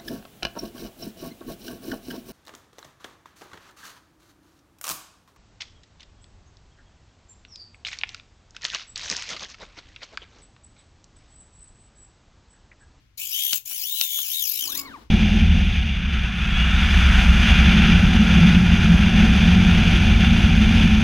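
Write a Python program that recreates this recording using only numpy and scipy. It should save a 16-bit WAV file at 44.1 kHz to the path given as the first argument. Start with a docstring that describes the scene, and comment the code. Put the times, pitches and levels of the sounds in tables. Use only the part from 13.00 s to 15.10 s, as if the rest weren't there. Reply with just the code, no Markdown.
"""Pick-and-place machine, close up

A stereo pair close in, the machine to its left. The tape feeder's small gear train whirrs twice at an
uneven speed, teeth whining and rattling, swelling once a turn, while the tape mechanism snaps a few
times. As the second run ends, the head's stepper motor ramps up, cruises and brakes. Behind it all
lie workshop air, a low hum and a rumble."""
import sys
import numpy as np
from scipy import signal
from scipy.fft import rfft, irfft, next_fast_len
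from scipy.io import wavfile
from scipy.ndimage import uniform_filter1d, map_coordinates

SR = 44100
rng = np.random.default_rng(int(sys.argv[2]) if len(sys.argv) > 2 else 0)


def int16_out(signal):
    """Quantize to a 16-bit WAV file."""
    q = np.round(np.clip(np.atleast_2d(signal).T, -1, 1) * 32767)
    wavfile.write(sys.argv[1], SR, q.astype(np.int16))


N = 92610
T = np.arange(N) / SR

# gear speed, one list for each run (time [s], speed [turns/s])
GEAR_SPEED = [
    [(.172, 44), (.23, 56.3), (.295, 48.43), (.345, 63.19), (.41, 69.5), (.52, 65.5), (.59, 51.04)],
    [(.651, 44.1), (.75, 65.64), (.815, 45.71), (.88, 72.5), (.975, 83.26), (1.03, 76.71), (1.12, 70.9),
     (1.21, 71.28), (1.285, 50.19), (1.34, 78.4), (1.39, 78.4), (1.425, 68.95), (1.46, 53.59),
     (1.505, 43.5), (1.55, 53.85), (1.585, 57.23), (1.625, 67.51), (1.67, 48.35), (1.74, 34.6),
     (1.79, 51.57)],
]
# runs of the gears (start [s], stop [s], flutter of the tooth phase [rad], grinding [dB])
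GEAR_RUNS = [(.173, .576, .85, -9), (.651, 1.801, .45, -12)]
# overall loudness of the gears (time [s], level [dB])
GEAR_LEVEL = [(.18, -36), (.245, -32), (.28, -36), (.345, -29), (.56, -28), (.66, -36), (.75, -32),
              (.92, -33), (1.05, -28), (1.075, -33.5), (1.16, -29.5), (1.25, -31.5), (1.42, -30.5),
              (1.64, -32), (1.73, -36.5), (1.8, -33)]
# whine ahead of the body's colour (time [s], tooth rate [dB], its double [dB], its triple [dB])
WHINE_LEVELS = [(.185, -7, -4.5, -9), (.205, 4, -29, -7), (.29, -14.5, -14, -5.5), (.325, -7, -4, -18),
                (.345, -1.5, -13, -33), (.52, -3.5, -15, -13), (.7, -16.5, -19.5, -5.5),
                (.84, -2.5, 0, -12), (.865, -3.5, -11, -12), (1.18, -2.5, -7.5, -22),
                (1.285, -7.5, -6, -14), (1.35, -1, -17, -14), (1.45, -4, 0, -9.5), (1.56, -9.5, -14, -13.5),
                (1.64, -1.5, -2, -3), (1.79, -41, 0, -3)]
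# swell of the tooth load once a turn (time [s], depth [dB])
LOAD_SWELL = [(.4, 4), (1.25, 2.5), (1.5, 5.5), (1.78, 8)]
# colour of the feeder's body and of the teeth's bright rattle (frequency [Hz], level [dB])
BODY_COLOUR = [(150, -40), (330, -27), (600, -34), (1800, -13.5), (2400, -1.5), (2950, 1.5), (5200, 1.5),
               (7200, 3.5), (8200, -4.5), (10000, 3)]
TREBLE_COLOUR = [(7000, -51), (9600, -9.5), (12000, 1), (12800, 8.5), (14000, -1.5), (15600, 5.5)]
# resonances of the feeder (frequency [Hz])
RINGS_HZ = [3046, 3354, 3696, 5694, 6430, 12500]
# snaps of the tape mechanism (time [s], crack [dB], noise burst [dB], crack's 60 dB decay [s])
SNAPS = [(.531, -18, -32, .013), (.709, -48, -38, .02), (1.0114, -17, -31, .006), (1.187, -42, -35, .015)]
# colour of a snap's crack and of its longer noise burst (frequency [Hz], level [dB])
CRACK_COLOUR = [(900, -10), (1800, -4.5), (2900, 10.5), (6400, 6.5), (10000, -2.5)]
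BURST_COLOUR = [(90, -30), (230, -13), (420, -20), (850, -8.5), (3000, -7.5)]
# travel of the head (starts [s], at speed [s], brakes [s], stops [s])
HEAD_MOVE = (1.605, 1.782, 1.862, 2.041)
# tones of the stepper (multiple of the step rate, level [dB])
STEPPER_TONES = [(.125, 3), (.5, -4), (1, -.5), (2, -16)]
# colour of the machine's frame and of the carriage on its rail (frequency [Hz], level [dB])
FRAME_COLOUR = [(130, -52), (277, 4.5), (550, -28.5), (1060, 6.5), (1400, 1), (2200, 6.5), (4300, 17),
                (7000, -10)]
RAIL_COLOUR = [(200, -10), (276, 2), (400, -9), (700, -16), (1030, -9), (2500, -20.5), (4000, -18.5),
               (9000, -32.5)]
# colour of the workshop air and of the rumble (frequency [Hz], level [dB])
AIR_COLOUR = [(120, -3), (600, -23), (2500, -18), (6000, -25), (9000, -38)]
RUMBLE_COLOUR = [(25, -39), (52, 12), (90, 6), (600, -85)]
# loudness of the rumble (time [s], level [dB])
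RUMBLE_LEVEL = [(.16, -63), (.22, -82), (1.58, -80), (1.65, -72), (2.09, -55.5)]
# balance between the microphones (frequency [Hz], left minus right [dB])
MIC_BALANCE = [(60, 0.5), (270, 5), (2000, 3), (4000, 10.5), (9500, 2.5), (14000, 15)]
# likeness of noise at the two microphones (frequency [Hz], correlation)
MIC_CORRELATION = [(60, 0.92), (1500, 0.056)]

TEETH, LOBES, HEAVY_TURN = 48, 5, .3  # the load peaks at this fraction of a turn
ATTACK_S, RELEASE_S = 0.0088, .011
LOBE_DB, TOOTH_DB, SCATTER_DB = 2, 1, -0.5  # ripples of the tooth load
SLOP_RAD, BLUR_RAD, GRIND_HZ = .4, .15, 450  # random unevenness of the meshing teeth
BODY_DB, THRUM_DB, PATCHY_DB = -6, -42, 5
WHINE_HIGHPASS_HZ, RING_WIDTH_HZ, RING_DB = 2340, 65, 0.5
SNAP_HOLD_S, BURST_T60_S = .0024, .08
STEP_HZ, MOTOR_DB, STUTTER_DB = 2216, -49.5, 3.5
BRAKE_DB, SHUDDER_HZ = 11, 1015.5  # while braking the head shudders near this step rate
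RAIL_DB, SETTLE_DB, SETTLE_S = -48, -11, 0.039  # the carriage shakes about as it stops
AIR_DB, HUM_HZ, HUM_DB = -65.5, 123.5, -68
ROOM_T60_S, ROOM_DB = 0.2, -12
MIC_LAG_S, TOP_HZ = 0.00014, 15950


def feeder():
    """The tape feeder, close to the microphones: gears and snaps both ring its resonances."""
    drive = sum(gears(speed, *run) for speed, run in zip(GEAR_SPEED, GEAR_RUNS)) + snaps()
    def rings(hz):
        damping = 1j * hz * RING_WIDTH_HZ
        return sum(damping / (ring_hz ** 2 - hz ** 2 + damping) for ring_hz in RINGS_HZ)
    return filtered(drive, lambda hz: 1 + amp(RING_DB) * rings(hz))


def gears(speed, start, stop, flutter_rad, grind_db):
    """Teeth rattle and whine over a faint thrum; their load swells once a turn, flutters five times."""
    turns = np.cumsum(curves(speed)[0] * (T >= speed[0][0])) / SR
    angle = 2 * np.pi * (turns - HEAVY_TURN)
    gate = np.clip((T - start) / ATTACK_S, 0, 1) * np.exp(-np.maximum(T - stop, 0) / RELEASE_S)
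    flutter = np.cos(LOBES * angle + .5 * wobble(40.42))
    load_db = curves(LOAD_SWELL)[0] * np.cos(angle) + LOBE_DB * flutter + SCATTER_DB * wobble(900)
    tooth_phase = TEETH * angle + flutter_rad * flutter + SLOP_RAD * wobble(200)
    force = unit(amp(load_db + TOOTH_DB * np.cos(tooth_phase)))
    rattle = amp(BODY_DB) * unit(force ** 0.41) * noise(BODY_COLOUR) + force * noise(TREBLE_COLOUR)
    whine = tooth_whine(tooth_phase, load_db, grind_db)
    thrum = amp(THRUM_DB) * flutter
    return gate * amp(curves(GEAR_LEVEL)[0]) * (patchy(rattle) + whine + thrum)


def tooth_whine(tooth_phase, load_db, grind_db):
    """Meshing teeth sound three harmonics through the body; the higher ones grind more roughly."""
    mesh = 0
    for k, db in enumerate(curves(WHINE_LEVELS), 1):
        roughness = np.sqrt(k)
        grind = amp(grind_db) * (wobble(GRIND_HZ * roughness) + 1j * wobble(GRIND_HZ * roughness))
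        tone = np.exp(1j * k * (tooth_phase + BLUR_RAD * wobble(700)))
        mesh += amp(db) * np.real((1 / roughness + roughness * grind) * tone)
    whine = at_mics(amp(0.73 * load_db) * mesh, BODY_COLOUR)
    return filtered(whine, lambda hz: 1 - 1 / (1 + (hz / WHINE_HIGHPASS_HZ) ** 20))


def patchy(rattle):
    """The rattle's colour shifts at random in patches of time and frequency."""
    spectra = signal.stft(rattle, nperseg=512)[2]
    patches = uniform_filter1d(rng.standard_normal(spectra.shape), size=4, axis=1)
    patches = uniform_filter1d(patches, size=9, axis=2)
    return signal.istft(spectra * amp(PATCHY_DB * unit(patches)), nperseg=512)[1][:, :N]


def snaps():
    """Each snap of the tape mechanism is a brief hard crack with a longer burst of broad noise."""
    out = np.zeros((2, N))
    for start, crack_db, burst_db, t60 in SNAPS:
        age = np.maximum(T - start, 0)
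        crack = amp(crack_db - 60 * np.maximum(age - SNAP_HOLD_S, 0) / t60) * noise(CRACK_COLOUR)
        burst = amp(burst_db - 60 * age / BURST_T60_S) * noise(BURST_COLOUR)
        out += np.clip(age / 0.0001, 0, 1) * (crack + burst)
    return out


def head():
    """The stepper's stuttering tones glide through the frame's resonances; the carriage rolls along."""
    brakes, stops = HEAD_MOVE[2:]
    speed = np.interp(T, HEAD_MOVE, [0, 1, 1, 0])
    shudder = (T > brakes) / (1 + ((STEP_HZ * speed - SHUDDER_HZ) / 260) ** 2)
    step_phase = 2 * np.pi * np.cumsum(STEP_HZ * speed) / SR
    tones = sum(amp(db + STUTTER_DB * wobble(110)) * np.sin(k * step_phase + .5 * wobble(200))
                for k, db in STEPPER_TONES)
    fade = np.minimum(10 * speed, 1)
    motor = amp(MOTOR_DB + BRAKE_DB * shudder) * at_mics(fade * tones, FRAME_COLOUR)
    settle = amp(SETTLE_DB) * np.exp(-((T - stops) / SETTLE_S) ** 2)
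    return motor + amp(RAIL_DB) * (np.sqrt(speed) + settle) * noise(RAIL_COLOUR)


def room(x):
    """The workshop returns a short diffuse tail to each microphone."""
    t = T[:SR // 2]
    tail = rng.standard_normal((2, len(t))) * amp(-60 * t / ROOM_T60_S)
    return signal.fftconvolve(x, tail / np.linalg.norm(tail[0]), axes=1)[:, :N]


def background():
    """Room tone: workshop air, an electric hum and a low rumble that comes and goes."""
    hum = amp(HUM_DB) * np.sin(2 * np.pi * HUM_HZ * T + .5 * wobble(9.93))
    rumble = amp(curves(RUMBLE_LEVEL)[0]) * noise(RUMBLE_COLOUR)
    air = amp(AIR_DB + 1.35 * wobble(7.7)) * noise(AIR_COLOUR)
    return air + hum + rumble


def at_mics(x, colour):
    """A tone coloured by a body, reaching the left microphone first."""
    lead_s = MIC_LAG_S * np.array([[.5], [-.5]])
    return filtered(x, lambda hz: amp(along(colour, hz)) * np.exp(2j * np.pi * hz * lead_s))


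def noise(colour):
    """Coloured noise at both microphones, alike in the bass, with a mid of rms 1."""
    def mid_side(hz):
        spread = np.arccos(np.clip(along(MIC_CORRELATION, hz), -1, 1)) / 2
        return amp(along(colour, hz)) * [np.cos(spread), np.sin(spread)]
    mid, side = filtered(rng.standard_normal((2, N)), mid_side)
    return np.array([mid + side, mid - side]) / mid.std()


def amp(db):
    """Decibels to gain."""
    return 10 ** (np.asarray(db) / 20)


def unit(x):
    """Scale to rms 1."""
    return x / np.sqrt(np.mean(x ** 2) + 1e-20)


def along(points, hz):
    """Interpolate (frequency [Hz], value) points on a log axis."""
    freqs, values = np.transpose(points)
    return np.interp(np.log(hz + 1), np.log(freqs + 1), values)


def curves(rows):
    """One value per sample for each column after the time."""
    times, *columns = np.transpose(rows)
    return [np.interp(T, times, column) for column in columns]


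def wobble(rate):
    """A smooth random curve, rate knots a second."""
    return map_coordinates(rng.standard_normal(8192), [T * rate], mode="wrap")


def filtered(x, response):
    """Pass x through a frequency response."""
    size = next_fast_len(N + 8192)
    return irfft(rfft(x, size) * response(np.fft.rfftfreq(size, 1 / SR)), size)[..., :N]


def scene():
    """The machine stands close by, left of the microphones; the whole workshop leans that way."""
    machine = feeder() + head()
    def lean_left(hz):
        gains = amp(along(MIC_BALANCE, hz) * np.array([[.5], [-.5]]))
        return gains / np.sqrt(np.mean(gains ** 2, axis=0))
    return filtered(machine + amp(ROOM_DB) * room(machine) + background(), lean_left)


def record(dry):
    """A steep low-pass takes off the very top of the treble."""
    return filtered(dry, lambda hz: 1 / (1 + (hz / TOP_HZ) ** 200))


dry = scene()
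out = record(dry)
int16_out(out)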